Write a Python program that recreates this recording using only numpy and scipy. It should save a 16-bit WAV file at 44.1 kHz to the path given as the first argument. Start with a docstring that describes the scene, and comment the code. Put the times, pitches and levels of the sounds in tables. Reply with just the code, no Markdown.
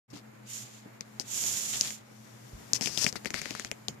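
"""A coiled python in a plastic tub hisses twice, softly then hard, and draws air back in.
Its breath is a turbulent jet, coloured by the resonances of the mouth. A hook stirs its bedding.
Close to the left microphone a grip on the phone sticks and slips: impulses ring the case as dry
clicks, and sliding friction adds gritty strokes. Tub and hand bump softly, and a small carpeted
room hums underneath."""
import sys
import numpy as np
from scipy import signal
from scipy.fft import rfft, irfft
from scipy.io import wavfile

SR = 44100
rng = np.random.default_rng(int(sys.argv[2]) if len(sys.argv) > 2 else 0)


def waveform_to_disk(signal):
    """Save audio, clipped to [-1, 1], as 16-bit WAV at the path in sys.argv[1]."""
    frames = np.transpose(np.atleast_2d(signal))
    scaled = np.clip(frames, -1, 1) * 32767
    samples = np.round(scaled).astype(np.int16)
    wavfile.write(sys.argv[1], SR, samples)


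N = 176400
TIME = np.arange(N) / SR

# Air flow of the three breaths. Each row: time in seconds, level in dB.
SOFT_HISS_FLOW = [(.44, -93), (.475, -59), (.505, -46), (.56, -45.5), (.615, -49.5), (.68, -61), (.79, -63),
                  (.86, -80)]
HARD_HISS_FLOW = [(1.23, -72), (1.29, -48), (1.345, -38.5), (1.42, -37), (1.79, -41), (1.94, -48),
                  (2.02, -76)]
IN_BREATH_FLOW = [(2.0, -83), (2.15, -68.5), (2.6, -68), (2.8, -65)]
# Resonances of the mouth. Each row: centre in Hz, bandwidth in Hz, gain in dB.
MOUTH_RESONANCES = [(3270, 310, 2.5), (5780, 780, 6.4), (12200, 1100, 2)]
# Slips of the grip. Each row: start in seconds, then bright ring, knock and thump levels in dB.
GRIP_SLIPS = [(0.1656, -39, -34, -58), (1.0086, -21.5, -26, -39), (1.198, -15.5, -29, -34),
              (1.439, -20, -29.5, -36), (1.8108, -5.5, -23, -39), (1.906, -24, -27, -42),
              (2.734, -3.5, -33, -33.5), (2.8107, -17.5, -20.5, -28.5), (2.8238, -20, -22.5, -32),
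              (2.8591, -17, -15.5, -34), (2.8729, -18.5, -16, -30), (2.9754, -14.5, -13, -33),
              (3.044, -10, -34, -26.5), (3.0655, -21, -7, -26.5), (3.1268, -24, -32, -37),
              (3.1565, -32.5, -21, -32.5), (3.2478, -27, -27, -34.5), (3.2576, -25, -14, -29.5),
              (3.305, -22.5, -21, -34), (3.3425, -28, -13, -28.5), (3.4167, -22.5, -21, -34.5),
              (3.4572, -27, -19.5, -34.5), (3.5078, -21, -22.5, -32), (3.5511, -26.5, -20, -42),
              (3.597, -23, -19, -39), (3.648, -23.5, -23, -35), (3.7147, -21.5, -17.5, -32),
              (3.8834, -14.5, -16, -32.5)]
# Modes of each click: bright ring, knock of the case, two of the thump. Each row: frequency in Hz, time to peak
# in ms.
CLICK_MODES = [(5680, 0.12), (2324, 0.26), (677, 0.53), (203, 1.65)]
# Friction strokes of grip and bedding; the last bedding row is a longer slide of the grip. Each row: start in
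# seconds, length in seconds, level in dB.
LIGHT_STROKES = [(.101, 0.0097, -56), (1.199, 0.017, -42.5), (2.744, 0.019, -31), (2.815, 0.064, -34),
                 (2.88, 0.19, -41), (2.978, 0.066, -32.5), (3.012, 0.034, -31), (3.062, 0.031, -35)]
PRESSED_STROKES = [(3.157, 0.011, -38.5), (3.259, 0.014, -38.5), (3.337, 0.059, -37), (3.41, 0.11, -45),
                   (3.55, 0.061, -48)]
BEDDING_STROKES = [(.128, 0.053, -55.5), (1.4, 0.44, -50.5), (1.725, 0.034, -39), (1.825, 0.055, -42.5),
                   (3.38, 0.29, -53)]
# Bumps of tub and hand. Each row: start in seconds, frequency in Hz, level in dB, decay in seconds.
SOFT_BUMPS = [(0.13, 226, -39.5, 0.029), (0.858, 268, -44, 0.011), (2.532, 63, -37.5, 0.028),
              (3.886, 148, -42, 0.055)]
# Rumble of the moving hand. Each row: time in seconds, level in dB.
RUMBLE_LEVELS = [(1.05, -63), (1.45, -53), (1.88, -54.5), (2.03, -69), (2.65, -55.5), (2.85, -48.5),
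                 (3.45, -58), (3.95, -61)]
# Tones of an appliance. Each row: frequency in Hz, level in dB.
HUM_TONES = [(120, -58.5), (215.2, -60)]
# Spectra of the noise sources. Each row: frequency in Hz, relative level in dB.
JET_SPECTRUM = [(300, -4.5), (1400, -7), (3700, -2.5), (4700, -3), (7000, 4), (9800, 1.5), (14500, -2.5)]
LIGHT_SPECTRUM = [(150, -7.5), (1100, -14), (2600, -6.5), (3900, -10.5), (5200, -0.5), (6100, -1.5),
                  (8500, -8.5), (14500, -18)]
PRESSED_SPECTRUM = [(150, -3.5), (1200, -9.5), (2150, 1.5), (3100, -9.5), (4500, -4.5), (6300, -11),
                    (14500, -21.5)]
BEDDING_SPECTRUM = [(200, 1.5), (1400, -3), (2900, 3.5), (6000, -1.5), (14500, -13.5)]
RUMBLE_SPECTRUM = [(25, -21), (150, 0), (800, -6.5), (5000, -21)]
AIR_SPECTRUM = [(25, -34), (110, -10), (270, -0.5), (2200, -10), (3200, -21), (7000, -30.5), (14500, -25)]
# Microphone ports, left then right. 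Each row: centre in Hz, bandwidth in Hz, resonance gain in dB.
PORT_RESONANCES = [(5140, 2530, 2), (6950, 630, 14)]


def amp(db):
    """Amplitude ratio of a level in decibels."""
    return 10 ** (np.asarray(db) / 20)


def unit(x):
    """Normalisation to rms 1."""
    return x / np.sqrt(np.mean(x ** 2) + 1e-20)


def envelope(points):
    """Gain interpolated through (seconds, dB) points, silent outside them."""
    return amp(np.interp(TIME, *np.array(points).T, left=-150, right=-150))


def pan(db):
    """Stereo gains with the left side db above the right."""
    return amp(np.array([[db], [-db]]) / 2)


def colour(x, spectrum):
    """Spectral shaping by (Hz, dB) points, to rms 1."""
    hz, db = np.array(spectrum).T
    bin_hz = np.fft.rfftfreq(N, 1 / SR) + 1
    return unit(irfft(rfft(x) * amp(np.interp(np.log(bin_hz), np.log(hz), db)), N))


def resonate(x, hz, width_hz):
    """Two-pole resonance, gain 1 at the centre."""
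    return signal.lfilter(*signal.iirpeak(hz, hz / width_hz, fs=SR), x)


def lowpass(x, hz):
    """Second-order low-pass."""
    return signal.sosfilt(signal.butter(2, hz, fs=SR, output="sos"), x)


def noise():
    """White noise, uncorrelated left and right."""
    return rng.standard_normal((2, N))


def wander(hz):
    """Slow random fluctuation of rms 1."""
    return unit(lowpass(rng.standard_normal(N), hz))


def shared_bass(hz):
    """Stereo noise whose sides are correlated below hz."""
    own = noise()
    return own + lowpass(own[::-1], hz)


def breath(flow):
    """Turbulence: jet noise plus mouth resonances, duller when the flow is weak."""
    dull_slope, flutter_db = 0.49, 1  # the dull band's share gains 0.49 dB per dB less flow
    jet = colour(noise(), JET_SPECTRUM)
    mouth = sum(amp(db) * resonate(noise(), hz, width) for hz, width, db in MOUTH_RESONANCES)
    dull_band = unit(resonate(noise(), hz=2740, width_hz=1650)) * amp(-14) * pan(12)
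    dullness = (flow / flow.max()) ** -dull_slope
    return (unit(jet + mouth) + dull_band * dullness) * flow * amp(flutter_db * wander(hz=28))


def snake():
    """Flow sets loudness: two hisses out, then a quiet breath in."""
    hisses = breath(envelope(SOFT_HISS_FLOW) + envelope(HARD_HISS_FLOW))
    in_breath = breath(envelope(IN_BREATH_FLOW))
    return hisses * pan(-3.6) + in_breath * pan(12)


def grip_clicks():
    """Stick-slip: each release cracks, sets off a brief bright ring and the damped modes of the case, and
    leaves a thud."""
    crack_decay_s, thud_decay_s, thud_hz = 0.00052, 0.0089, 293
    knock_octaves_per_db = 0.07  # sharper slips knock higher
    median_bright_db = np.median(np.array(GRIP_SLIPS)[:, 1])
    out, t = np.zeros((2, N)), TIME[:SR // 10]
    for start, bright_db, knock_db, thump_db in GRIP_SLIPS:
        crack_noise, thud_noise = rng.standard_normal((2, 2, len(t)))
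        detunes = 1 + 0.1 * rng.standard_normal((len(CLICK_MODES), 2, 1))
        detunes[1] *= 2 ** (knock_octaves_per_db * (bright_db - median_bright_db))
        mode_levels = (bright_db, knock_db, thump_db, thump_db)
        click = 0
        for (hz, peak_ms), db, detune in zip(CLICK_MODES, mode_levels, detunes):
            age = t * 1000 / peak_ms
            click += amp(db) * age * np.exp(1 - age) * np.sin(2 * np.pi * hz * detune * t)
        crack = unit(resonate(crack_noise, hz=3600, width_hz=7100))
        thud = unit(resonate(lowpass(thud_noise, 2 * thud_hz), thud_hz, thud_hz))
        click += amp((bright_db + knock_db) / 2 - 5.5) * crack * np.exp(-t / crack_decay_s)
        click += amp(thump_db - 1.5) * thud * np.exp(-t / thud_decay_s)
        onset = int(start * SR)
        out[:, onset:onset + len(t)] += click[:, :N - onset]
    return out * amp([[0], [-19]])  # weaker at the far microphone


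def friction(strokes, spectrum, rise_s, fall_s, catches_per_s):
    """Shot noise: rubbing makes dense, uneven catches; overlapping strokes add in power."""
    catches = (rng.random((2, N)) < catches_per_s / SR) * noise()
    power = 0
    for start, length, db in strokes:
        attack = np.clip((TIME - start) / rise_s, 0, 1)
        release = np.exp(-np.maximum(TIME - start - length, 0) / fall_s)
        power += (attack * release * amp(db)) ** 2
    return colour(catches, spectrum) * np.sqrt(power)


def grip_slides():
    """Sliding friction by the left microphone: bright under a light grip, dull when pressed."""
    grit = dict(rise_s=0.0016, fall_s=0.0079, catches_per_s=14000)
    light = friction(LIGHT_STROKES, LIGHT_SPECTRUM, **grit)
    pressed = friction(PRESSED_STROKES, PRESSED_SPECTRUM, **grit)
    return (light + pressed) * amp([[0], [-21]])


def bedding_rustle():
    """Granular friction: the hook stirs the bedding in sparser catches; late on, a slide of the grip rubs in
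    the same way."""
    rustle = friction(BEDDING_STROKES, BEDDING_SPECTRUM, rise_s=0.01, fall_s=0.017, catches_per_s=2000)
    return rustle * pan(6.5)


def hand_rumble():
    """Structure-borne noise: the moving hand makes a low rumble."""
    return colour(shared_bass(hz=330), RUMBLE_SPECTRUM) * envelope(RUMBLE_LEVELS) * pan(6)


def bumps():
    """Damped resonance: each soft impact of tub or hand is a decaying band of low noise."""
    out, rise_s = 0, 0.00033
    for start, hz, db, decay_s in SOFT_BUMPS:
        age, width_hz = np.maximum(TIME - start, 0), 0.73 * hz
        body = unit(resonate(resonate(shared_bass(hz=470), hz, width_hz), hz, width_hz))
        out += amp(db) * body * np.exp(-age / decay_s) * (1 - np.exp(-age / rise_s))
    return out


def room_reverb(source, decay_s=0.015):
    """Absorption: reflections die away quickly in a carpeted room."""
    tail = noise()[:, :SR // 2] * np.exp(-TIME[:SR // 2] / decay_s)
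    tail /= np.sqrt(np.sum(tail[0] ** 2))
    return signal.fftconvolve(source, tail, axes=1)[:, :N]


def room_tone():
    """Random modulation: an appliance's hum wavers in level and phase over faint air noise."""
    hum, waver_db, drift_rad = 0, 3, 0.6
    for hz, db in HUM_TONES:
        peak = np.sqrt(2) * amp(db + waver_db * wander(hz=10))
        hum += peak * np.sin(2 * np.pi * hz * TIME + drift_rad * wander(hz=4.5))
    air = amp(-56 + wander(hz=10.4)) * colour(shared_bass(hz=245), AIR_SPECTRUM)
    return hum * pan(2.5) + air


def scene():
    """Superposition of snake, grip, bedding and room; only the clicks reverberate."""
    clicks = grip_clicks()
    reverb = amp(4) * room_reverb(clicks[1:])  # fed by the weaker right side
    rubbing = grip_slides() + bedding_rustle()
    return snake() + clicks + rubbing + hand_rumble() + bumps() + reverb + room_tone()


def record(dry):
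    """Port resonance colours each side; the phone thins the bass, clips, fades in and cuts the top."""
    low_cut_hz, high_cut_hz, start_s, fade_s = 47, 14500, 0.079, 0.04
    ported = np.array([side + amp(db) * resonate(side, hz, width)
                       for side, (hz, width, db) in zip(dry, PORT_RESONANCES)])
    thinned = signal.sosfilt(signal.butter(2, low_cut_hz, "high", fs=SR, output="sos"), ported)
    faded_in = np.clip(thinned, -1, 1) * np.clip((TIME - start_s) / fade_s, 0, 1)
    return signal.sosfilt(signal.ellip(10, .2, 70, high_cut_hz, fs=SR, output="sos"), faded_in)


dry = scene()
out = record(dry)
waveform_to_disk(out)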